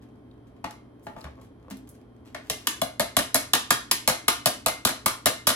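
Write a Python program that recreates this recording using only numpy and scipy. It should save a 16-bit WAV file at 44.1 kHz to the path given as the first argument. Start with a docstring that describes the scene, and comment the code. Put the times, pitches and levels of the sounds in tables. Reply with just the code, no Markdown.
"""Wet smacks and soft bumps: fingers sweep drained pasta from a metal saucepan into a plastic colander.
Then the pan is knocked hard on the rim, five times a second, to shake the pasta out over the sink.
Each knock clacks the colander's modes, rings the pan faintly, and mostly sets the rim rebounding.
The pasta peels off in tiny pops, the fingers stick and slip on the metal,
and a small hard kitchen with a humming fan answers."""
import sys
import numpy as np
from scipy import signal
from scipy.fft import rfft, irfft
from scipy.io import wavfile

SR = 44100
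rng = np.random.default_rng(int(sys.argv[2]) if len(sys.argv) > 2 else 0)


def log_audio(samples):
    """Write samples as a 16-bit WAV file to the path given in sys.argv[1]."""
    # one column per channel
    frames = np.atleast_2d(samples).T
    # limit to full scale, then quantise
    limited = np.clip(frames, -1, 1)
    pcm = np.round(limited * 32767).astype(np.int16)
    wavfile.write(sys.argv[1], SR, pcm)


N = 244755
SIZE = 16384  # samples in a one-shot
T, HZ = np.arange(SIZE) / SR, np.fft.rfftfreq(SIZE, 1 / SR)


# hard hits of pan on rim: t/s, level/dB, thud/dB, boom/dB, hollow/dB (high if square, low if glancing),
# hollow/Hz, clack/dB, clack/Hz, rim note/Hz, rim note/dB, tick/dB, contact/s
KNOCK_HITS = [(2.498, -10.5, 0.5, -20, 5, 630, -12, 1140, 2570, 6, -3, 0.0028),
              (2.67, -10, -13, 11, -13, 685, 0.5, 1210, 3270, 8.5, 1, 0.0036),
              (2.8159, -18, 13, -1, 10.5, 640, 4.5, 1090, 3480, 16, 6, 0.0036),
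              (2.9961, -10.5, 6, -2.5, 7.5, 590, -1, 885, 1825, 8, -2.5, 0.0012),
              (3.167, -8, 8, 4.5, 0, 605, 1.5, 1150, 3280, 8.5, 4, 0.0021),
              (3.344, -9.5, 0, 7, 5.5, 700, -4.5, 1000, 1740, 3, 7.5, 0.0044),
              (3.534, -1.5, -7, 4, -6, 646, -2, 1460, 2810, 1.5, -5, 0.0026),
              (3.7054, -4, -.5, 1.5, -8.5, 720, 1.5, 1210, 1680, 5, -0.5, .005),
              (3.9119, -6, -8, 4.5, -9.5, 700, -3, 1000, 5150, 7, 1.5, 0.0064),
              (4.076, -6, 4, -3.5, 8.5, 685, -3.5, 910, 1790, -1, 1.5, 0.0011),
              (4.2806, -5, -2.5, -1.5, -4, 527, 2.5, 1250, 2090, 11.5, 0, 0.0064),
              (4.4578, -8, 6, -2.5, 6, 690, -2.5, 1200, 4350, 6, 4.5, 0.0014),
              (4.661, -11, 6, -7, 8.5, 640, 2.5, 1290, 2600, 11.5, 3.5, 0.0019),
              (4.85, -7, 4.5, 3, 2, 720, -0.5, 1180, 4000, 5.5, 2, .0035),
              (5.0596, -8.5, 5, -8, -4, 660, 4.5, 1190, 1635, -5, 3.5, .004),
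              (5.2577, -7.5, 4.5, 1.5, 10.5, 583, -3.5, 1230, 1835, 12.5, 4, 0.0021),
              (5.469, -8, 5.5, -5.5, -3, 593, 3.5, 1216, 5100, 6, 6.5, 0.015)]
# EQ of a bare contact: f/Hz, level/dB
BARE_EQ = [(120, 6), (200, 0.5), (280, 2), (450, 3.5), (630, 0.5), (850, 5.5), (1200, 2), (3500, 3.5),
           (10000, -2.5)]

def knocks(ring_db=6.5, room_share=0.35):
    """Each knock clacks the colander and rings the pan, the more so when it lands squarely."""
    out = np.zeros((2, N))
    for (s, db, thud_db, boom_db, hollow_db, hollow_hz,
         clack_db, clack_hz, rim_hz, rim_db, tick_db, contact_s) in KNOCK_HITS:
        spot = spot_eq(hollow_hz, clack_hz, rim_hz, rim_db)
        # part of the spot's emphasis radiates all round, the rest only toward the listener
        colour = contact_eq(thud_db, boom_db, hollow_db, clack_db, tick_db) + room_share * spot
        blow = equalise(colander(contact_s), db + curve(BARE_EQ, HZ) + colour)
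        ring = amp(db + ring_db + hollow_db) * pan(db)
        add(out, s, kitchen(blow + ring, direct_db=(1 - room_share) * spot + node_eq()))
    return out


# the colander's distinct modes: f/Hz, resonance height/dB, t60/s
COLANDER_MODES = [(114, 14, 0.054), (188, 18.5, 0.041), (264.3, 22.5, 0.078), (327.5, 17, 0.084),
                  (421, 13.5, 0.029), (518, 21, 0.064), (613, 25.5, 0.045), (717, 23.5, 0.039),
                  (886, 21, 0.031), (1058, 22, 0.019), (1217, 23, 0.03), (1429, 21, 0.027),
                  (1654, 19, 0.044), (1831, 20.5, 0.05), (2180, 18.5, 0.06), (2943, 17.5, 0.016),
                  (3500, 7.5, 0.0082), (4096, 22, 0.026)]
# EQ of its wash of crowded modes: f/Hz, level/dB
WASH_EQ = [(100, 2.5), (400, 2.5), (650, 21.5), (950, 1.5), (1500, 13), (2300, 13), (3500, 15.5),
           (6500, 17), (7800, 17.5), (8800, 19), (10400, 22.5), (11500, 21), (13000, 14), (15500, 10),
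           (17000, -14)]

def colander(contact_s, damping=1, snap_s=0.00028, snap_db=2, wash_t60=0.096, wash_db=-7, modes_db=-1):
    """One blow on plastic: a snap, brief chatter, a wash of crowded modes and a few distinct ones."""
    attack = 1 - np.exp(-T / 0.00033)
    contact = amp(snap_db) * np.exp(-(T / snap_s) ** 2) + np.exp(-(T / contact_s) ** 2)
    envelope = (contact + amp(wash_db) * decay(wash_t60)) * attack
    spectrum = rfft(rng.standard_normal(SIZE) * envelope)
    wash = irfft(spectrum / np.abs(spectrum) ** 0.57) * decay(0.21)  # overlapping modes even out
    sound = equalise(wash / np.linalg.norm(wash), curve(WASH_EQ, HZ))
    for k, (hz, db, t60) in enumerate(COLANDER_MODES):
        pitch = hz * (1 + 0.0097 * rng.uniform(-0.59, 1))  # modes shift with the load
        gain = amp(db + modes_db) * 2 * np.log(1000) / (t60 * SR)
        ring = np.sqrt(damping) * decay(t60 / damping) * np.sin(2 * np.pi * pitch * T)
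        sound += (-1) ** k * gain * ring * attack
    return disperse(sound)


def disperse(x, crossing_s=0.001619):
    """High bending waves outrun low ones, so the tick leads the body; crossing_s holds at 1 kHz."""
    turns = crossing_s * (2 * np.sqrt(1000 * HZ) - np.sqrt(1000 / HZ[-1]) * HZ)
    return irfft(rfft(x) * np.exp(-2j * np.pi * turns))


def contact_eq(thud_db, boom_db=0, hollow_db=0, clack_db=0, tick_db=0):
    """Tone of a hit in dB: squareness sets thud, boom and hollow note; the spot sets clack and tick."""
    thud = thud_db / (1 + (HZ / 317) ** 4)  # low shelf: the loaded bowl
    boom = boom_db * bell(hz=256, octaves=0.21)  # the bowl's strongest low mode
    hollow = hollow_db * bell(hz=625, octaves=0.27)
    clack = clack_db * bell(hz=1110, octaves=0.75)
    tick = tick_db * (1 - 1 / (1 + (HZ / 7450) ** 4))  # high shelf: a sharp contact
    return thud + boom + hollow + clack + tick


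def spot_eq(hollow_hz, clack_hz, rim_hz, rim_db, hollow_db=3, clack_db=6.5):
    """The struck spot singles out a hollow mode, a clack mode and a high rim note: narrow bells in dB."""
    peaks = [(hollow_hz, hollow_db), (clack_hz, clack_db), (rim_hz, rim_db)]
    return sum(db * bell(hz, octaves=0.09) for hz, db in peaks)


def node_eq(spread_db=1.6):
    """A hit falls near nodes of some upper modes and crests of others: a random ripple in dB."""
    hz = np.geomspace(1400, 9000, num=24)
    ripple = spread_db * rng.standard_normal(len(hz) - 2)
    return np.interp(HZ, hz, np.pad(ripple, 1))


# the hand-damped pan, whose nearly round wall splits modes into beating pairs: f/Hz, level/dB, t60/s
PAN_MODES = [(845, -53, .19), (882, -56, .17), (1179, -57, .28), (1270, -64, .3), (2075, -52, .36),
             (2098, -50, .42), (2842, -56, .35)]

def pan(strength_db, spread_db=2.5, detune=0.004):
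    """Thin metal ring: softer blows favour the low modes, and the grip shifts each pitch a little."""
    hz, db, t60 = np.transpose(PAN_MODES)[:, :, None]
    louder, sharper = rng.standard_normal((2, len(PAN_MODES), 1))
    tilt_db = 0.3 * strength_db * np.log2(hz / 2000)
    gain = amp(db + spread_db * louder + tilt_db)
    pitch = hz * (1 + detune * sharper)
    return np.sum(gain * decay(t60) * np.sin(2 * np.pi * pitch * T), axis=0)


# ghost hits after a contact: t/s, level/dB
REBOUND_HITS = [(0.7077, -40), (3.005, -19.5), (3.189, -17), (3.353, -14), (3.355, -19), (3.5503, -17.5),
                (3.717, -20), (4.0856, -15.5), (4.0954, -16.5), (4.2856, -37), (4.469, -17), (4.6689, -20),
                (4.6816, -19), (4.871, -16), (4.8906, -21), (5.078, -34), (5.08, -20), (5.2665, -13.5),
                (5.2701, -20), (5.489, -12.5), (5.5008, -15.5)]
# EQ of a light contact: f/Hz, level/dB
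REBOUND_EQ = [(150, 4), (600, 4.5), (1300, 8), (5000, 4.5), (12000, -2.5)]

def rebounds():
    """The springy rim comes back against the pan in a light tap or two."""
    out = np.zeros((2, N))
    for s, db in REBOUND_HITS:
        tap = equalise(colander(contact_s=0.0053), db + curve(REBOUND_EQ, HZ))
        add(out, s, kitchen(tap, direct_db=node_eq()))
    return out


# soft hits during the sweep: t/s, level/dB, thud/dB, treble/dB, pan ring/dB
BUMP_HITS = [(0.6419, -14, 0, -4.5, 7), (1.067, -25.5, 8, -4.5, -4), (1.1638, -31.5, 16, -8, -8.5),
             (1.241, -30.5, 6, 3, -15.5), (2.346, -20.5, -32, 2, -10.5)]
# EQ of a cushioned contact: f/Hz, level/dB
CUSHIONED_EQ = [(250, 6), (600, 8), (860, 2), (1350, 6), (2000, 3), (3500, -2.5), (7000, -13), (11000, -20)]
# the hand inside the pan mutes its upper modes: f/Hz, level/dB
PALM_EQ = [(1300, 0), (2000, -18)]

def bumps(cushion_db=-20):
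    """Cushioned by hand and pasta, the pan nudges the rim: a dull, damped hit; its low notes hum on."""
    out = np.zeros((2, N))
    treble = curve([(1200, 0), (4000, 1)], HZ)
    for s, db, thud_db, treble_db, ring_db in BUMP_HITS:
        colour = curve(CUSHIONED_EQ, HZ) + contact_eq(thud_db) + treble_db * treble
        blow = equalise(colander(contact_s=0.0063, damping=1.5), db + colour)
        ring = equalise(pan(db + cushion_db), ring_db + curve(PALM_EQ, HZ))
        add(out, s, kitchen(blow + ring))
    return out


# wet smacks, long where the pasta slides off: t/s, level/dB, decay/s, brightness/dB
PASTA_SMACKS = [(0.021, -49.5, 0.019, -2), (0.088, -61, 0.01, -3), (0.315, -69, 0.002, 8),
                (0.469, -54.5, 0.013, 0), (0.563, -53, 0.011, -6), (1.026, -62, 0.05, 19),
                (1.172, -44.5, 0.039, -1), (1.208, -37, 0.002, 7), (1.263, -38, 0.0034, -17),
                (1.252, -38.5, 0.0092, -21), (1.41, -50.5, 0.024, 6), (1.701, -38, 0.0087, 10.5),
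                (1.709, -28, 0.0083, 0.5), (1.769, -48, 0.004, 17.5), (1.872, -45.5, 0.0069, 4),
                (1.89, -53.5, 0.0056, 27.5), (1.943, -48, 0.0091, 3), (2.249, -47.5, 0.054, -1),
                (2.417, -47.5, 0.48, 1)]

def pasta(pops_per_s=1800, smack_db=-9, sweep_s=2.5, strays_per_s=12, stray_db=-62):
    """Wet pasta peels off the pan in bursts of tiny pops, with a faint stray crackle in between."""
    out = np.zeros((2, N))
    wet_eq = curve([(100, -25), (600, 12.5), (1500, 4.5), (3000, 2.5),
                    (6000, -2), (11000, -5), (16000, -15)], HZ)
    tilt = curve([(1500, -0.5), (10000, 1)], HZ)
    for s, db, decay_s, bright_db in PASTA_SMACKS:
        envelope = np.exp(-T / decay_s) * (1 - np.exp(-T / (0.13 * decay_s)))
        burst = unit_rms(crackle(pops_per_s) * envelope) * np.sqrt(decay_s / (2 * T[-1]))
        add(out, s, kitchen(equalise(burst, db + smack_db + wet_eq + bright_db * tilt)))
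    for s in rng.uniform(0, sweep_s, round(sweep_s * strays_per_s)):
        pop = rng.standard_normal(SIZE) * decay(0.013)
        db = stray_db + 4 * rng.standard_normal()
        add(out, s, kitchen(equalise(pop, db + wet_eq)))
    return out


# low plops of landing pasta: t/s, f/Hz, level/dB, t60/s
CLUMP_PLOPS = [(1.075, 260, -36, 0.12), (1.245, 71, -33.5, 0.32), (1.248, 155, -33.5, 0.096),
               (1.709, 202.6, -30.5, 0.21), (1.713, 262, -34, 0.4)]

def clumps(attack_s=0.0065):
    """Clumps drop into the colander, each a dull, soft-edged low tone."""
    out = np.zeros((2, N))
    for s, hz, db, t60 in CLUMP_PLOPS:
        envelope = amp(db) * decay(t60) * (1 - np.exp(-T / attack_s))
        add(out, s, to_ports(envelope * np.sin(2 * np.pi * hz * T)))
    return out


# finger strokes along the pan: t/s, length/s, level/dB
RUB_STROKES = [(1.141, 0.096, -59), (1.262, 0.032, -49.5), (1.352, 0.081, -53), (1.634, 0.081, -55)]
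# resonances the rubbing stirs: f/Hz, level/dB
RUB_EQ = [(200, -2), (430, -6), (520, 10), (580, -2), (645, 3), (760, -8), (890, -6), (980, 0), (1090, 4),
          (1400, -13), (4000, -28), (12000, -45)]
# fingertip chirps: t/s, f/Hz, level/dB, length/s
FINGER_SQUEAKS = [(0.3115, 3850, -57, 0.006), (1.2125, 4400, -42, 0.005)]

def fingers(slips_per_s=300, jitter=0.29):
    """Wet fingers stick and slip on the pan in short strokes; very quick slips make a rough squeak."""
    out = np.zeros((2, N))
    for s, length, db in RUB_STROKES:
        rub = unit_rms(equalise(crackle(slips_per_s), curve(RUB_EQ, HZ)))
        add(out, s, kitchen(amp(db) * swell(length) * rub))
    for s, hz, db, length in FINGER_SQUEAKS:
        turns = np.cumsum(hz * (1 + jitter * rng.standard_normal(SIZE))) / SR
        squeak = amp(db) * swell(length) * np.sin(2 * np.pi * turns)
        add(out, s, kitchen(squeak, reverb_db=-11))
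    return out


# reverb EQ: f/Hz, level/dB
REVERB_EQ = [(100, -6.5), (260, 8.5), (500, 0), (1000, -1), (1500, 0), (2500, 1), (5000, -1.5),
             (10000, -2.5), (15000, -3.5)]
# reverb time: f/Hz, t60/s
REVERB_T60 = [(150, 0.093), (400, 0.31), (650, 0.26), (1200, 0.35), (2700, 0.34), (7000, 0.32),
              (11000, 0.25), (15000, 0.18)]

def kitchen(x, direct_db=0, reverb_db=0, build_s=0.0004, wall_s=0.018, wall_db=-14, left_db=0.27):
    """Direct sound, a wall's slap and a diffuse tail, new for each hit because the pan keeps moving."""
    hz, t, noise = signal.stft(diffuse_noise(SIZE), SR, nperseg=256)
    t60 = curve(REVERB_T60, hz)[:, None]
    gain = amp(curve(REVERB_EQ, hz))[:, None] * np.sqrt(2 * np.log(1000) / (t60 * SR))
    tail = signal.istft(noise * gain * np.exp(-np.log(1000) * t / t60), SR, nperseg=256)[1]
    tail = tail[:, :SIZE] * (1 - np.exp(-(T / build_s) ** 2))
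    slap_at = (wall_s * SR * rng.uniform(0.95, 1.05, 2)).astype(int)
    tail[[0, 1], slap_at] += amp(wall_db)
    tail *= amp([[left_db], [-left_db]])
    reverb = signal.fftconvolve(x[None], tail, axes=1)[:, :SIZE]
    direct = to_ports(equalise(x, direct_db + np.zeros(len(HZ))))
    return direct + amp(reverb_db) * reverb


# how far the left microphone port leads the right: f/Hz, phase/rad
LEFT_LEAD = [(60, 0), (250, 0.52), (500, 1), (1100, 0.9), (2600, 1.88), (5200, 2), (7400, 1.14),
             (9100, -3.5), (11400, -6), (13600, -7.5), (15700, -4.5)]

def to_ports(x, shade_db=5):
    """The two microphone ports: the right one hears each sound shifted in phase and shaded in the mids."""
    shade = curve([(300, 0), (700, 1), (1200, 1), (2500, 0.4), (5000, 0)], HZ) * shade_db / 2
    left, right = amp(shade), amp(-shade) * np.exp(-1j * curve(LEFT_LEAD, HZ))
    fade_out = np.minimum(1, 20 * (1 - T / T[-1])) ** 2
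    return irfft(rfft(x) * np.array([left, right])) * fade_out


# stereo image of the ambience: f/Hz, left-right coherence (-1..1)
COHERENCE = [(60, 0.98), (250, 0.96), (500, 0.43), (900, 0.19), (2000, 0.36), (6000, -0.27), (7300, -0.99),
             (9000, 1), (15000, -0.89)]

def diffuse_noise(size):
    """White noise from all sides: near mono in the bass, wide in the mids, in or out of phase on top."""
    left, unrelated = rfft(rng.standard_normal((2, size)))
    hz = np.fft.rfftfreq(size, 1 / SR)
    same = np.clip(curve(COHERENCE, hz), -1, 1)
    right = same * left * np.exp(-1j * curve(LEFT_LEAD, hz)) + np.sqrt(1 - same ** 2) * unrelated
    return irfft(np.array([left, right]), size)


# motor tones: f/Hz, rms level/dB
FAN_TONES = [(118.4, -57.5), (215.3, -72), (242.2, -62.5), (398.4, -80), (425.3, -65.5), (1066, -77.5),
             (3122, -86), (3215, -88)]
# EQ of the air bed: f/Hz, level/dB
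FAN_AIR_EQ = [(20, -12), (38, -20), (54, 1), (90, 0.5), (160, -7.5), (280, 3), (400, -8.5), (700, -13),
              (1300, -23), (2400, -32.5), (2900, -38.5), (3170, -31), (3500, -36.5), (7000, -49),
              (11000, -43), (16000, -65)]

def fan(air_db=-51, waver=0.27):
    """A low rush of air under slightly wavering motor tones."""
    t = np.arange(N) / SR
    air_gain = amp(curve(FAN_AIR_EQ, np.fft.rfftfreq(N, 1 / SR)))
    air = irfft(rfft(diffuse_noise(N)) * air_gain, N)
    knots = np.linspace(0, t[-1], num=24)
    hum = 0
    for hz, db in FAN_TONES:
        drift = np.interp(t, knots, rng.standard_normal(len(knots)))
        phase = 2 * np.pi * (hz * t + rng.random()) + np.pi * waver * drift
        hum += amp(db) * np.sqrt(2) * np.sin(phase)
    return amp(air_db) * unit_rms(air) + hum


def amp(db):
    """Decibels to gain."""
    return 10 ** (np.asarray(db) / 20)


def unit_rms(x):
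    """Scales to rms 1."""
    return x / np.sqrt(np.mean(x ** 2) + 1e-20)


def curve(points, hz):
    """Reads breakpoints along a log-frequency axis."""
    f, value = np.transpose(points)
    return np.interp(np.log(hz + 1), np.log(f + 1), value)


def bell(hz, octaves):
    """An EQ bell of height 1 around hz, with the given half width."""
    return np.exp(-0.5 * (np.log2((HZ + 1) / hz) / octaves) ** 2)


def equalise(x, db):
    """Minimum-phase EQ with the given gain at each frequency: nothing rings ahead of the hit."""
    cepstrum = irfft(np.log(amp(db)))
    cepstrum[1:SIZE // 2] *= 2
    cepstrum[SIZE // 2 + 1:] = 0
    return irfft(rfft(x) * np.exp(rfft(cepstrum)))


def decay(t60):
    """Envelope that falls 60 dB in t60 seconds."""
    return np.exp(-np.log(1000) * T / np.maximum(t60, 1e-4))


def swell(length_s):
    """Half-sine envelope."""
    return np.sin(np.pi * np.minimum(T / length_s, 1))


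def crackle(per_s):
    """Clicks of random size at random times."""
    return rng.standard_normal(SIZE) * (rng.random(SIZE) < per_s / SR)


def add(mix, s, sound):
    """Drops a stereo sound into the mix at time s."""
    part = mix[:, round(s * SR):][:, :sound.shape[1]]
    part += sound[:, :part.shape[1]]


def scene():
    """Everything heard from above the sink."""
    return knocks() + rebounds() + bumps() + pasta() + clumps() + fingers() + fan()


def record(dry):
    """A small microphone: low cut at 14 Hz, soft clipping near full scale, high cut at 16.3 kHz."""
    thinned = signal.sosfilt(signal.butter(2, 14, "highpass", fs=SR, output="sos"), dry)
    rounded = thinned / (1 + thinned ** 4) ** (1 / 4)
    lowpass = signal.firwin(511, 16300, window=("kaiser", 9), fs=SR)
    return signal.oaconvolve(rounded, lowpass[None], "same")


dry = scene()
out = record(dry)
log_audio(out)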